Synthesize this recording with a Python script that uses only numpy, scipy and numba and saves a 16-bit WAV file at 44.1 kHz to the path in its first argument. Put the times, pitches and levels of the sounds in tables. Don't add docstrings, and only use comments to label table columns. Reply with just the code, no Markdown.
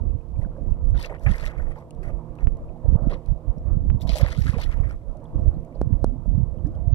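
import sys
import numpy as np
from scipy import signal
from scipy.fft import rfft, irfft, next_fast_len
from scipy.io import wavfile
from scipy.ndimage import uniform_filter1d
from numba import njit

SR = 44100
rng = np.random.default_rng(int(sys.argv[2]) if len(sys.argv) > 2 else 0)


def put_to_file(sound):
    columns = np.atleast_2d(sound).T
    safe = np.clip(columns, -1, 1)
    whole_steps = np.round(safe * 32767)
    wavfile.write(sys.argv[1], SR, whole_steps.astype(np.int16))


N = 306406
PADDED = next_fast_len(N + 4096)
HZ = np.maximum(np.fft.rfftfreq(PADDED, 1 / SR), 1)


def splash():
    # f/Hz, relative level/dB
    slosh_spectrum = [(700, -15.5), (1100, -8.5), (1450, 4.5), (1750, 6), (2000, 10.5), (2300, 6),
                      (2700, -3), (3200, -10), (4000, -28)]
    spray_spectrum = [(1600, -13), (2500, 5.5), (3100, 5), (3800, 5), (4800, 3.5), (7000, -19.5)]
    mist_spectrum = [(3200, -12.5), (4800, 9), (5800, 8), (7500, 8), (10500, 7.5), (13000, 3.5),
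                     (16000, -3)]
    trickle_db, trickle_per_s = -86, 31
    sloshing, spraying, misting, churning = sheets_and_lapping()

    droplets = rms_one(clicks(1500 * from_db(6.5 * drift(60)), spread_db=3.0))
    impacts = droplets + 0.6 * rng.standard_normal(N)
    low_bubbles = bubbles(1700, 1100, 3400, cycles=17.0, spread_db=3.5)
    high_bubbles = bubbles(1800, 2200, 5500, cycles=4.4, spread_db=7.0)
    slosh = patchy(impacts + 0.36 * low_bubbles, slosh_spectrum, patchy_db=3.0, rate=22)
    spray = patchy(impacts + 0.11 * high_bubbles, spray_spectrum, patchy_db=3.0, rate=30)
    mist = patchy(impacts, mist_spectrum, patchy_db=3.0, rate=45)
    churn = bubbles(400, 472, 1244, cycles=21.0, spread_db=2.0)
    trickle = bubbles(trickle_per_s, 1500, 12000, cycles=6.9, spread_db=2.0)

    slosh, spray, churn = (evened(layer, 0.014, share=0.16) for layer in (slosh, spray, churn))
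    water = sloshing * slosh + spraying * spray + misting * mist
    return water + churning * churn + plips(sloshing) + from_db(trickle_db) * trickle


def sheets_and_lapping():
    # t/s, hold/s, then slosh, spray, mist and
    # churn level/dB
    water_rows = [(0.407, 0.026, -60, -95, -72, -58), (0.946, 0.019, -51, -65, -93, -60),
                  (0.969, 0.02, -60, -56, -67, -62), (0.995, 0.033, -50, -49.5, -55, -54.5),
                  (1.037, 0.023, -43, -45.5, -61, -56), (1.096, 0.027, -50, -94, -73, -46),
                  (1.132, 0.021, -52, -82, -92, -59), (1.21, 0.055, -60, -72, -63, -57),
                  (1.263, 0.017, -36.5, -69, -57, -44), (1.283, 0.048, -48.5, -52, -55.5, -51),
                  (1.34, 0.116, -47.5, -62, -58, -55.5), (1.425, 0.01, -43, -62, -80, -50),
                  (1.46, 0.018, -44, -49, -58, -57.5), (1.489, 0.072, -53, -96, -98, -56),
                  (1.581, 0.05, -53.5, -98, -70.5, -55), (1.713, 0.0069, -57, -72, -72, -57),
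                  (1.654, 0.055, -61, -92, -76, -56), (1.759, 0.05, -65, -78, -72.5, -52),
                  (2.029, 0.067, -54, -82, -70, -69), (2.384, 0.044, -60, -78.5, -78.5, -55),
                  (2.853, 0.06, -80, -78.5, -80, -61.5), (3.102, 0.0057, -54, -64, -69, -51),
                  (3.103, 0.017, -55, -53, -66.5, -47), (3.124, 0.015, -50.5, -53, -73, -45),
                  (3.017, 0.092, -71, -72, -80.5, -80), (3.272, 0.014, -71.5, -71.5, -82.5, -65),
                  (3.483, 0.041, -75, -102, -94, -61), (3.663, 0.035, -65, -97, -93.5, -58),
                  (4.009, 0.016, -63.5, -54, -55, -77), (4.073, 0.012, -60, -50, -54, -62),
                  (4.091, 0.02, -58, -40.5, -58, -67), (4.118, 0.0065, -53, -54, -55, -53),
                  (4.132, 0.018, -53, -48, -54, -60), (4.157, 0.044, -51, -43, -45, -43),
                  (4.2, 0.057, -45, -49.5, -67, -44), (4.262, 0.012, -44.5, -54, -60, -61),
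                  (4.283, 0.043, -46.5, -51, -58.5, -50.5), (4.318, 0.079, -56, -52.5, -62, -75),
                  (4.396, 0.026, -57, -68, -57, -63), (4.419, 0.062, -54, -55.5, -55.5, -58),
                  (4.461, 0.026, -43.5, -55.5, -49, -75), (4.505, 0.026, -54, -53, -56.5, -58.5),
                  (4.54, 0.033, -50.5, -55, -63, -53.5), (4.582, 0.017, -53.5, -49, -53, -45.5),
                  (4.609, 0.032, -48, -44.5, -53, -58), (4.659, 0.048, -50.5, -74, -70, -65.5),
                  (4.72, 0.015, -48.5, -60, -74, -61.5), (4.766, 0.11, -59, -92, -76.5, -55.5),
                  (4.888, 0.048, -58.5, -78, -69, -59.5), (5.339, 0.086, -80, -79.5, -85, -57.5),
                  (5.75, 0.013, -78.5, -68, -85.5, -73), (6.347, 0.024, -75.5, -88.5, -86, -64.5),
                  (6.656, 0.014, -70, -80, -75, -67), (6.895, 0.015, -80, -80, -91, -80)]
    rise_db_per_s = 3199.5
    falls_db_per_s = [600, 895, 786, 413]
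    dribbles_db = [-25.5, -35, -19.5, -31]
    dribbles_db_per_s = [70, 90, 60, 60]
    calms_db = [-95.5, -96, -88.5, -70.5]

    s, hold, *levels = np.transpose(water_rows)
    settings = zip(levels, falls_db_per_s, dribbles_db, dribbles_db_per_s, calms_db)
    gains = []
    for level_db, fall, dribble_db, slow_fall, calm_db in settings:
        strike = swells(s, hold, level_db, rise_db_per_s, fall)
        dribble = swells(s + hold, 0 * s, level_db + dribble_db, rise_db_per_s, slow_fall)
        gains.append(strike + dribble + from_db(calm_db))
    return gains


def bubbles(per_s, low_hz, high_hz, cycles, spread_db):
    born = clicks(per_s, spread_db)
    dealt = rng.integers(0, 14, N)
    pitches = np.geomspace(low_hz, high_hz, 14)
    return rms_one(sum(ring(born * (dealt == k), hz, cycles / hz) for k, hz in enumerate(pitches)))


def plips(sloshing):
    per_s, spread_db = 220, 3.5
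    low_hz, high_hz, mean_cycles, most_climb = 972, 2500, 12, 0.2
    out = np.zeros(N)
    for when, pitch, size, length in rng.random((int(per_s * N / SR), 4)):
        hz = low_hz * (high_hz / low_hz) ** pitch
        gain = sloshing[int(when * N)] * from_db(-spread_db * np.log(size + 0.033))
        cycles = mean_cycles * (.5 + length)
        plip = bubble(hz, cycles, most_climb * length, onset=2.3, length_s=.03)
        add(out, when * N / SR, gain * plip)
    return out


def slaps():
    # t/s, level/dB before the band-pass, f/Hz
    slap_rows = [(1.06, -31, 4050), (1.1485, -37, 1850), (1.3148, -30, 3600), (1.3363, -34, 3000),
                 (1.3827, -34, 4500), (1.3982, -33, 2700), (1.4093, -35, 4500), (1.4294, -31, 1850),
                 (1.44, -35, 3400), (1.4553, -35, 4500), (1.5175, -42, 2600), (1.4632, -20, 2200),
                 (1.4722, -31, 4300), (1.4795, -34, 3550), (3.0969, -36, 2200), (4.0713, -38, 3600),
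                 (4.0934, -21, 3200), (4.1253, -33, 4200), (4.1575, -26, 3600), (4.1726, -27, 2500),
                 (4.1838, -21, 3400), (4.2628, -24, 1750), (4.2792, -28, 2200), (4.3086, -35, 4800),
                 (4.327, -35, 5500), (4.3488, -32, 2400), (4.3762, -35, 4200), (4.4682, -25, 2300),
                 (4.4988, -32, 2800), (4.5046, -32, 3500), (4.5851, -30, 2000), (4.5915, -32, 2200),
                 (4.603, -33, 4100), (4.616, -35, 6500), (4.6393, -30, 3300), (4.7153, -37, 3600),
                 (4.9105, -38, 1500)]
    ring_cycles = 9.0
    crack_db, crack_ms = -1, 1.0
    reach = 1.9
    out, t = np.zeros(N), np.arange(400) / SR
    for (s, level_db, hz), grain in zip(slap_rows, rng.standard_normal((len(slap_rows), 400))):
        band = signal.butter(2, [hz / reach, hz * reach], "band", fs=SR, output="sos")
        crack = grain * np.exp(-t * 1000 / crack_ms)
        cavity = np.sin(2 * np.pi * hz * t) * from_db(-60 * hz * t / ring_cycles)
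        add(out, s, from_db(level_db) * signal.sosfilt(band, cavity + from_db(crack_db) * crack))
    return out


def drops_and_gulps():
    # t/s, level/dB at full onset before decay, f/Hz
    drop_rows = [(0.105, -50, 2580), (0.209, -53, 2500), (0.359, -51, 2350), (0.415, -43, 1940),
                 (0.4474, -41, 1520), (0.563, -52.5, 1580), (0.733, -50.5, 2680), (0.946, -42, 1500),
                 (0.976, -35, 3600), (0.9783, -38, 1840), (0.989, -41.5, 930), (0.993, -39, 2020),
                 (1.004, -39, 1850), (1.0425, -31, 1800), (1.163, -41, 1900), (1.184, -49, 2800),
                 (0.991, -34, 3000), (1.013, -31, 3420), (1.033, -44, 1740), (1.047, -22, 2650),
                 (1.097, -33.5, 2160), (1.1393, -36, 1850), (1.235, -52, 1830), (1.263, -20, 2320),
                 (1.2684, -24, 1780), (1.273, -24, 1690), (1.281, -39, 1750), (1.3188, -27.5, 1860),
                 (1.342, -29, 2000), (1.424, -39, 1610), (1.4431, -31, 1850), (1.492, -45, 2120),
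                 (1.521, -43.5, 1204), (1.543, -56, 2410), (1.559, -55, 2450), (1.585, -45, 2070),
                 (1.601, -37, 1870), (1.597, -34.5, 1500), (1.667, -40, 1840), (1.716, -40, 1900),
                 (1.756, -55, 3100), (1.783, -44, 1030), (1.814, -47, 1040), (1.821, -58, 1980),
                 (1.908, -43.5, 2780), (2.038, -45.5, 1890), (2.387, -41.5, 2570), (2.6904, -48, 2470),
                 (3.234, -62, 3000), (3.2596, -50, 4170), (3.262, -52, 2500), (3.277, -54, 2010),
                 (3.504, -58, 2220), (3.583, -53.5, 5460), (4.0005, -48, 3660), (4.0168, -32, 3630),
                 (4.077, -35, 3700), (4.083, -37, 3880), (4.1, -32, 3360), (4.113, -41, 1990),
                 (4.193, -33, 2040), (4.2295, -32, 3440), (4.235, -37, 2150), (4.2635, -29.5, 1730),
                 (4.329, -30, 1930), (4.414, -38, 1800), (4.483, -38, 4800), (4.524, -38, 1950),
                 (4.534, -35, 1105), (4.619, -35, 5600), (4.611, -42, 2800), (4.61, -44.5, 1200),
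                 (4.378, -41, 1380), (4.466, -32.5, 1320), (4.479, -30, 1655), (4.497, -33, 2170),
                 (4.542, -30.5, 2500), (4.544, -37.5, 980), (4.614, -36, 1960), (4.624, -34, 2480),
                 (4.6595, -34, 1920), (4.673, -43, 1380), (4.711, -39, 2000), (4.72, -51, 2200),
                 (4.739, -48, 1440), (4.785, -50, 2860), (4.899, -42, 2240), (4.919, -47, 2240),
                 (4.907, -39, 1360), (4.91, -46.5, 5400), (5.014, -56, 2100), (5.171, -53, 6200),
                 (5.255, -51, 3350), (5.437, -56.5, 5520), (5.55, -59, 4180), (5.648, -55, 2250),
                 (5.725, -53, 2230), (5.754, -50, 4570), (5.937, -51.5, 2000), (6.355, -57, 2220),
                 (6.585, -58, 2950), (6.657, -49, 1720), (6.75, -56.5, 3080)]
    # t/s, level/dB as above, f/Hz, cycles to fall 30 dB,
    # climb of pitch
    gulp_rows = [(0.72, -56, 558, 8.3, 0.16), (1.032, -39, 504, 19, .05), (1.048, -39, 467, 28, 0.51),
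                 (1.0985, -29.5, 508, 13, 0.51), (1.118, -56, 550, 16, 0.26), (1.192, -62, 463, 8.7, .13),
                 (1.263, -37, 735, 23, .1), (1.478, -35.5, 583, 16, 0.088), (2.011, -39.5, 352, 19, 0.12),
                 (2.76, -41, 760, 15, 0.15), (2.856, -22, 487, 5.7, 0.1), (2.869, -42.5, 850, 15, 0.055),
                 (2.951, -39, 923, 21, .05), (3.11, -28, 480, 6.5, .1), (4.0925, -30, 655, 21, .02),
                 (4.154, -25.5, 598, 16, 0.075), (4.167, -32, 614, 21, .02), (4.2035, -23, 710, 4.5, .02),
                 (4.21, -26, 550, 10, 0.018), (4.219, -32, 650, 6.5, .02), (4.229, -40, 560, 8.7, .05),
                 (4.245, -33, 520, 12, 0.17), (4.458, -38.5, 503, 9.1, .13), (4.548, -34.5, 502, 16, .02),
                 (4.56, -32.5, 442, 15, 0.11), (5.345, -25.5, 284, 7.3, 0.14), (5.755, -34, 460, 8.7, .13),
                 (6.126, -30, 237, 14.3, 0.077), (6.255, -32, 534, 6.7, .13), (6.659, -27.5, 271, 18, 0.17)]
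    drop_cycles, crack_db = 25, -28
    out = np.zeros(N)
    crack_fade = np.exp(-np.arange(400) / 22)
    cracks = rng.standard_normal((len(drop_rows), 400)) * crack_fade
    for (s, level_db, hz), crack in zip(drop_rows, cracks):
        add(out, s, from_db(level_db) * bubble(hz, drop_cycles, rise=0.018, onset=2.2))
        add(out, s, from_db(level_db + crack_db) * np.diff(crack))
    for s, level_db, hz, cycles, climb in gulp_rows:
        add(out, s, from_db(level_db) * bubble(hz, cycles, climb, onset=2.0))
    return out


def bubble(hz, cycles, rise, onset, length_s=.1):
    turns = np.arange(int(length_s * SR)) / SR * hz
    life = np.minimum(turns / max(cycles, 1), 4)
    tone = np.sin(2 * np.pi * turns * (1 + rise * life))
    return tone * from_db(-30 * life) * np.minimum(turns / onset, 1)


def specks():
    # t/s, level/dB before the band-pass
    speck_rows = [(0.388, -54), (0.4229, -55), (0.7033, -56), (0.9068, -42), (1.1483, -64), (1.1957, -47),
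                  (1.2353, -42), (1.3663, -47), (1.5194, -60), (1.789, -49), (1.9075, -41), (1.9487, -54),
                  (2.038, -46.5), (2.354, -50.5), (2.5706, -52), (3.2614, -47), (3.5828, -59),
                  (3.7095, -56.5), (4.875, -58), (4.925, -48), (5.1711, -49), (5.2426, -50.5), (5.397, -57),
                  (5.4744, -64), (5.509, -56), (5.538, -57), (5.604, -57), (5.6496, -52), (6.2677, -56.5),
                  (6.6573, -53), (6.6894, -64), (6.7211, -59), (6.752, -55), (6.879, -62)]
    low_hz, top_hz, decay_ms = 2800, 11000, 1
    out, fade = np.zeros(N), np.exp(-np.arange(300) / (decay_ms * SR / 1000))
    for (s, level_db), grain in zip(speck_rows, rng.standard_normal((len(speck_rows), 300))):
        add(out, s, from_db(level_db) * grain * fade)
    return signal.sosfilt(signal.butter(3, [low_hz, top_hz], "band", fs=SR, output="sos"), out)


def ports(x):
    # f/Hz, level/dB, phase lag/rad
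    shadow = [(50, 5, 0), (400, 7, 0), (950, 4.5, .2), (1300, 2.5, .9), (1550, 0, 2.3), (1800, -1, 2.0),
              (2100, -1.5, 3.0), (2800, -9, 3.8), (3300, -9, 6.0), (4200, -7, 7.4), (6500, -10, 15),
              (8000, -16, 17), (11000, -22, 22), (16000, -18, 32)]
    # f/Hz, level/dB
    glint_spectrum = [(20, -30), (300, -13), (1000, -7), (2000, -2), (4000, 0), (8000, 5), (14000, 14),
                      (22050, 14)]
    hz, level_db, lag = np.transpose(shadow)
    shade = from_db(np.interp(np.log(HZ), np.log(hz), level_db))
    late_turn = np.exp(-1j * np.interp(HZ, hz, lag))
    glints = np.zeros(N)
    for part in bands(colour(x, glint_spectrum), 200, 16000):
        glints += part * np.sqrt(2) * np.sin(3 * drift(45))
    right = irfft(rfft(x + glints, PADDED) * late_turn * shade, PADDED)[:N]
    return np.array([x, right])


def winds():
    # t/s, hold/s, eddy level/dB, flutter level/dB, eddy f/Hz
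    gusts_right = [(0.009, 0.15, -19, -35.5, 66.8), (0.155, 0.0044, -42, -38, 61.8),
                   (0.305, 0.11, -26.5, -42, 53.3), (0.363, 0.11, -23.5, -34, 67.1),
                   (0.437, 0.032, -33, -56, 50.2), (0.619, 0.069, -23, -35, 57.2),
                   (0.692, 0.011, -15, -36, 52.5), (0.794, 0.13, -31.5, -46, 41.4),
                   (0.832, 0.14, -14.5, -36.5, 47), (1.098, 0.025, -30.5, -47, 52.5),
                   (1.266, 0.043, -11, -29, 50.2), (1.409, 0.062, -21, -37.5, 38.1),
                   (1.576, 0.11, -19, -64, 45.4), (1.854, 0.013, -59, -67, 45),
                   (1.969, 0.028, -23, -36, 40.8), (2.058, 0.11, -21.5, -41, 41.5),
                   (2.205, 0.082, -51, -58, 40.7), (2.449, 0.023, -9.5, -26, 47.9),
                   (2.533, 0.007, -21, -52, 48.7), (2.677, 0.044, -30, -41, 41.4),
                   (2.897, 0.047, -11.5, -29.5, 55.4), (3.021, 0.066, -17.5, -22, 39.7),
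                   (3.114, 0.047, -25, -39, 47.5), (3.3, 0.014, -13.5, -39, 50.3),
                   (3.47, 0.017, -21, -38, 48.9), (3.553, 0.047, -33, -36, 44.8),
                   (3.657, 0.3, -20, -35.5, 52), (3.885, 0.0091, -16.5, -20, 58),
                   (3.941, 0.0047, -25, -24, 61.1), (4.031, 0.06, -19.5, -27, 61.8),
                   (4.106, 0.025, -18, -50, 46.1), (4.217, 0.016, -15, -54, 81.6),
                   (4.27, 0.037, -22.5, -60, 54.8), (4.384, 0.0099, -19.5, -25, 60.0),
                   (4.455, 0.027, -18.5, -21, 69.5), (4.556, 0.031, -18, -33, 45.0),
                   (4.642, 0.031, -18, -59, 39.2), (4.752, 0.12, -18, -38, 60.0),
                   (4.93, 0.018, -24, -38.5, 52.9), (5.089, 0.015, -23, -41, 53.6),
                   (5.208, 0.058, -38.5, -49.5, 47), (5.362, 0.11, -17.5, -29.5, 60),
                   (5.471, 0.014, -19, -43, 60.0), (5.538, 0.068, -27, -33.5, 42.2),
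                   (5.786, 0.041, -21.5, -34, 45), (5.862, 0.012, -37, -30, 76.2),
                   (5.92, 0.018, -12.5, -23, 61.5), (6.027, 0.068, -17.5, -30, 68.4),
                   (6.14, 0.13, -33, -40, 60), (6.276, 0.16, -18.5, -30, 81.5),
                   (6.479, 0.052, -23.5, -46, 60), (6.58, 0.12, -24.5, -34, 70.0),
                   (6.765, 0.32, -23, -37, 56.9), (6.93, 0.26, -10.5, -20, 62.7)]
    # t/s, hold/s, eddy level/dB, flutter level/dB
    gusts_left = [(0.01, 0.18, -74, -44), (0.319, 0.075, -36, -50), (0.479, 0.043, -35.5, -56),
                  (0.748, 0.085, -34.5, -48), (0.913, 0.06, -33, -46), (1.252, 0.082, -35, -46),
                  (1.606, 0.02, -36, -54), (1.846, 0.024, -44, -51), (1.926, 0.029, -50, -50),
                  (2.45, 0.14, -41, -51.5), (2.614, 0.033, -31, -46), (2.859, 0.036, -32, -44.5),
                  (3.068, 0.048, -41, -33), (3.587, 0.018, -33, -46), (3.74, 0.048, -41, -51),
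                  (3.821, 0.032, -33, -32), (3.9, 0.045, -33, -42), (4.2, 0.099, -58, -50),
                  (4.405, 0.044, -34, -45), (4.639, 0.065, -47, -50), (4.914, 0.052, -36, -68),
                  (5, 0.041, -52, -54), (5.33, 0.12, -30.5, -42), (5.493, 0.094, -36.5, -47),
                  (5.81, 0.017, -26, -51.5), (6.1, 0.05, -51, -44), (6.311, 0.032, -43, -46),
                  (6.66, 0.09, -39, -44), (6.745, 0.019, -36, -44)]
    # t/s, level/dB
    breeze = [(0, -35.5), (1.3, -35), (1.75, -33), (1.81, -59), (1.93, -66), (2.1, -45), (2.8, -39.5),
              (3.3, -46.5), (3.39, -53), (3.44, -54), (3.6, -29.5), (4.8, -54), (5.05, -39.5), (5.6, -46),
              (5.7, -40.5), (5.9, -33), (6.95, -38)]
    flutter_hz, left_eddy_hz, left_flutter_hz = 146.8, 45, 200
    breeze_flutter_db, lumps_db = -15.5, 1.5
    left_calm_db, left_calm_flutter_db = -62.5, -74

    still = np.ones(N)
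    pitch_hz, = in_time([(s + hold / 2, hz) for s, hold, eddy_db, flutter_db, hz in gusts_right])
    breeze_db = in_time(breeze)[0] + lumps_db * drift(4.2)
    stir_db = lumps_db * drift(3.1)
    sheltered = wind(gusts_left, left_eddy_hz * still, left_flutter_hz * still,
                     left_calm_db + 2 * stir_db, left_calm_flutter_db + stir_db,
                     damping=0.86, flutter_damping=0.57, lumpy_db=14.0, heave_db=2, top_hz=420)
    exposed = wind(gusts_right, pitch_hz, flutter_hz * still, breeze_db, breeze_db + breeze_flutter_db,
                   damping=0.75, flutter_damping=0.6, lumpy_db=9.5, heave_db=0.5, top_hz=340)
    return np.array([sheltered, rasping(exposed + buffets())])


def wind(gusts, eddy_hz, flutter_hz, calm_db, calm_flutter_db,
         damping, flutter_damping, lumpy_db, heave_db, top_hz):
    rise_db_per_s, fall_db_per_s = 450.5, 338
    s, hold, eddy_db, flutter_db = np.transpose(gusts)[:4]
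    eddy_swell = swells(s, hold, eddy_db, rise_db_per_s, fall_db_per_s)
    flutter_swell = swells(s, hold, flutter_db, rise_db_per_s, fall_db_per_s)
    eddy_gain = np.hypot(eddy_swell, from_db(calm_db))
    flutter_gain = np.hypot(flutter_swell, from_db(calm_flutter_db))

    heave = rms_one(rolling(0.546 * eddy_hz, damping))
    eddies = rms_one(rolling(eddy_hz, damping)) + from_db(heave_db) * heave
    lumps = from_db(lumpy_db * np.clip(drift(48), -3, 1.3))
    flutter = evened(rolling(flutter_hz, flutter_damping), 0.04, share=0.56) * lumps
    swings = eddy_gain * evened(eddies, 0.06, share=0.65) + flutter_gain * rms_one(flutter)
    return signal.sosfilt(signal.butter(4, top_hz, fs=SR, output="sos"), swings)


def buffets():
    # t/s of the crest, swell level/dB, f/Hz
    buffet_rows = [(0.16, -10.5, 65), (0.394, -7, 74.4), (0.721, -5.5, 57), (0.93, -9, 51.6),
                   (1.27, -0.5, 70), (1.312, -14, 51), (2.305, -20.5, 38.6), (2.47, -4, 65),
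                   (2.852, -9.5, 60), (2.886, -4.5, 77.6), (2.918, -29.5, 52.4), (2.957, -2, 107.6),
                   (3.036, -12.5, 113), (3.059, -36, 90), (3.084, -12, 54.7), (3.292, -6, 49.7),
                   (3.323, -7.5, 90), (3.481, -11, 60), (3.501, -9, 55.4), (3.682, -11, 60),
                   (3.713, -10, 50.4), (3.732, -9.5, 83), (3.771, -7.5, 105), (3.811, -15, 70),
                   (3.901, -4.5, 58.6), (3.957, -10.5, 83.5), (4.032, -12, 101), (4.052, -12, 73),
                   (4.135, -10.5, 50.7), (4.233, -1, 95), (4.259, -22, 56.5), (4.39, -10, 89),
                   (4.417, -6, 61), (4.497, -6.5, 72), (4.542, -10.5, 128), (4.695, -10.5, 47.4),
                   (4.779, -13, 66.6), (4.804, -4.5, 66.7), (4.87, -10.5, 63), (5.36, -10, 78),
                   (5.376, -15, 58.3), (5.417, -15, 55.5), (5.448, -11, 77), (5.482, -1, 64.6),
                   (5.874, -6.5, 93), (5.928, -1.5, 89.6), (6.031, -9.5, 73.6), (6.062, -14, 66.6),
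                   (6.086, -13, 59), (6.292, -11, 66.6), (6.352, -5.5, 84.6), (6.381, -4, 121.6),
                   (6.4, -7.5, 84), (6.434, -8.5, 89.7), (6.65, -9.5, 76), (6.879, -4, 77),
                   (6.932, -6.5, 88)]
    width_cycles = 0.64
    out, t = np.zeros(N), np.arange(-.06 * SR, .06 * SR) / SR
    for (s, level_db, hz), start in zip(buffet_rows, rng.random((len(buffet_rows), 1))):
        swell = .5 ** ((2 * hz * t / width_cycles) ** 2)
        add(out, s + t[0], from_db(level_db) * swell * np.sin(2 * np.pi * (hz * t + start)))
    return out


def rasping(swings):
    # f/Hz, relative level/dB
    rasp_spectrum = [(600, 9.5), (1200, 15), (2500, 5), (5000, -0.5), (10000, -10.5), (15000, -20)]
    rasp_db = -53
    strain = uniform_filter1d(swings ** 2, size=200)
    rasp = rms_one(colour(rng.standard_normal(N), rasp_spectrum))
    return swings + from_db(rasp_db) * strain / 0.44 * rasp


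def rolling(hz, damping):
    turn = 2 * np.pi * hz / SR
    once = moving_band(rng.standard_normal(N), turn, damping)
    return moving_band(once * np.sqrt(turn), turn, damping)


def handling():
    # t/s, left and right pulse level/dB ahead of the rebound, pulse time scale/ms,
    # signed scale of the pulse, left shell peak level/dB, shell tilt/(dB per octave)
    knocks = [(5.8140, -11.5, -5.5, 1.56, 1, -25, 3), (6.0430, -6.5, -1, 1.25, -0.86, -20.5, 6.5)]
    # f/Hz, relative level/dB before tilt, 60 dB decay time/s
    shell_modes = [(1350, 27, 0.005), (2350, 2, 0.005), (3250, 0, 0.003), (4250, 4, 0.005),
                   (5200, 4, 0.003), (5950, 0, 0.003), (7450, -10, 0.005), (8500, -2, 0.003),
                   (9500, -2, 0.004)]
    # t/s, peak level/dB
    ticks = [(2.4713, -15.5), (3.9019, -17.5), (5.931, -29)]
    shell_top_hz = 10500
    out, t = np.zeros((2, N)), np.arange(int(.03 * SR)) / SR
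    for s, left_db, right_db, ms, sign, ring_db, tilt_db in knocks:
        push = np.exp(-(3.0 * (t * 1000 / ms - .75)) ** 2)
        rebound = signal.lfilter([.009], [1, -.993], push)
        strike = 1. * (np.arange(len(t)) == np.argmax(push))
        shell = np.zeros(len(t))
        for hz, mode_db, t60 in shell_modes:
            tilted_db = mode_db + tilt_db * np.log2(hz / shell_modes[2][0])
            shell += from_db(tilted_db) * ring(strike, hz, t60)
        shell = signal.sosfilt(signal.butter(6, shell_top_hz, fs=SR, output="sos"), shell)
        add(out, s, sign * (push - rebound) * from_db([[left_db], [right_db]]))
        add(out, s, shell / np.abs(shell).max() * from_db([[ring_db], [ring_db - 10.0]]))
    tick = signal.sosfilt(signal.cheby2(6, 40, 4200, fs=SR, output="sos"), np.exp(-t / .0006))
    for s, level_db in ticks:
        add(out[1], s, from_db(level_db) * tick / np.abs(tick).max())
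    return out


def machinery():
    # t/s, level/dB
    rumble_level = [(0.0, -47.5), (0.33, -53), (0.52, -48.5), (0.9, -49), (1.2, -53), (1.7, -49),
                    (1.88, -52), (2.05, -46.5), (2.32, -47), (2.65, -50), (2.9, -48), (3.4, -52),
                    (3.7, -48.5), (4.25, -50), (4.49, -53), (4.68, -49), (5.05, -55.5), (5.4, -46.5),
                    (5.7, -52), (5.9, -47.5), (6.1, -51.5), (6.56, -51), (6.85, -50), (6.95, -53)]
    # f/Hz, relative level/dB
    rumble_spectrum = [(60, 2), (110, 2), (200, -10), (300, -3.5), (410, -11.5), (520, -3.5), (680, -6.5),
                       (760, -15.5), (950, -12.5), (1200, -23), (1450, -27), (1800, -35.5), (2400, -43),
                       (4000, -63)]
    # f/Hz, left level/dB, right level/dB
    hum_tones = [(119.8, -4.5, 5.5), (155, -5, 5), (158.7, -13.5, 1), (232, -9, 0), (301, -21, -5),
                 (347, -11.5, -1.5), (461.5, -11, -2), (514, -16, -2), (666, -31, -6), (714, -21, -9)]
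    # f/Hz, relative level/dB
    whirr_spectrum = [(700, -17), (900, 0), (1100, 4), (1300, -5.5), (1420, -14.5), (1600, -15),
                      (2300, -17), (3000, -23.5)]
    whirr_db = -13.5
    level = from_db(in_time(rumble_level)[0])
    t, hum = np.arange(N) / SR, np.zeros((2, N))
    for hz, left_db, right_db in hum_tones:
        waver = np.cumsum(2.658 * drift(5.05)) / SR
        tone = np.sin(2 * np.pi * (hz * t + waver + rng.random())) * from_db(2.0 * drift(7.0))
        hum += from_db([[left_db], [right_db]]) * tone
    hum[1] += from_db(whirr_db) * patchy(rng.standard_normal(N), whirr_spectrum, patchy_db=2.0, rate=9.8)
    rumble = patchy(rng.standard_normal(N), rumble_spectrum, patchy_db=4.0, rate=7.3)
    return level * rumble, level * hum


def patchy(source, spectrum, patchy_db, rate):
    together = drift(rate * 0.19)
    mix = np.zeros(N)
    for part in bands(colour(source, spectrum), spectrum[0][0], spectrum[-1][0]):
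        mix += part * from_db(patchy_db * (.5 * together + drift(rate)))
    return rms_one(mix)


def swells(starts, holds, levels_db, rise_db_per_s, fall_db_per_s):
    t = np.arange(0, N + 32, 32) / SR
    early = starts[:, None] - t
    late = t - (starts + holds)[:, None]
    down_db = rise_db_per_s * np.maximum(early, 0) + fall_db_per_s * np.maximum(late, 0)
    event_db = levels_db[:, None] - np.minimum(down_db, 200)
    power = np.sum(from_db(2 * event_db), axis=0)
    return np.interp(np.arange(N) / SR, t, np.sqrt(power))


def clicks(per_s, spread_db):
    sizes = from_db(spread_db * np.minimum(rng.exponential(1, N), 5)) * rng.choice([-1, 1], N)
    return sizes * (rng.random(N) < per_s / SR)


def ring(x, hz, t60):
    r, w = from_db(-60 / (t60 * SR)), 2 * np.pi * hz / SR
    return signal.lfilter([0, np.sin(w)], [1, -2 * r * np.cos(w), r * r], x + 1e-18)


@njit
def moving_band(x, turn, damping):
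    out, low, band = np.empty_like(x), 0., 0.
    for i in range(len(x)):
        low += turn[i] * band
        band += turn[i] * (x[i] - low - damping * band)
        out[i] = band / np.sqrt(turn[i])
    return out


def bands(x, low_hz, high_hz):
    spec = rfft(x, PADDED)
    for hz in low_hz * 2 ** np.arange(0, np.log2(high_hz / low_hz) + .5, .5):
        octaves_off = np.clip(np.log2(HZ / hz), -.5, .5)
        yield irfft(spec * np.cos(np.pi * octaves_off) ** 2, PADDED)[:N]


def colour(x, points):
    hz, level_db = np.transpose(points)
    gain = from_db(np.interp(np.log(HZ), np.log(hz), level_db, -200, -200))
    return irfft(rfft(x, PADDED) * gain, PADDED)[:N]


def drift(rate):
    r = np.exp(-80 * np.pi * rate / SR)
    slow = signal.lfilter([1], [1, -2 * r, r * r], rng.standard_normal(N // 40 + 2002))[2000:]
    return np.interp(np.arange(N) / 40, np.arange(len(slow)), rms_one(slow))


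def evened(x, window_s, share):
    swell = uniform_filter1d(x ** 2, size=int(window_s * SR)) + 0.14 * np.mean(x ** 2)
    return rms_one(x / swell ** (np.clip(share, 0, 1) / 2))


def in_time(rows):
    s, *columns = np.transpose(rows)
    return [np.interp(np.arange(N) / SR, s, c) for c in columns]


def add(out, s, sound):
    i = round(s * SR)
    out[..., i:i + sound.shape[-1]] += sound[..., :N - i]


def rms_one(x):
    return x / np.sqrt(np.mean(x ** 2) + 1e-20)


def from_db(db):
    return 10 ** (np.asarray(db) / 20)


def scene():
    rumble, hum = machinery()
    airborne = rumble + splash() + drops_and_gulps() + slaps() + specks()
    return ports(airborne) + hum + winds() + handling()


def record(dry):
    # f/Hz, level/dB per Hz
    hiss_spectrum = [(1000, -108), (2500, -113), (5000, -119), (9000, -121), (12000, -123), (16000, -132)]
    cutoff_hz = 15800
    hiss = np.array([colour(rng.standard_normal(N), hiss_spectrum) * np.sqrt(SR / 2) for port in range(2)])
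    noisy = dry + hiss * from_db([[2.5], [-2.5]])
    x = signal.sosfilt(signal.butter(2, 16, "high", fs=SR, output="sos"), noisy)
    x = x / (1 + np.abs(x / .86) ** 6) ** (1 / 6)
    return signal.sosfilt(signal.cheby2(18, 60, cutoff_hz, fs=SR, output="sos"), x)


dry = scene()
out = record(dry)
put_to_file(out)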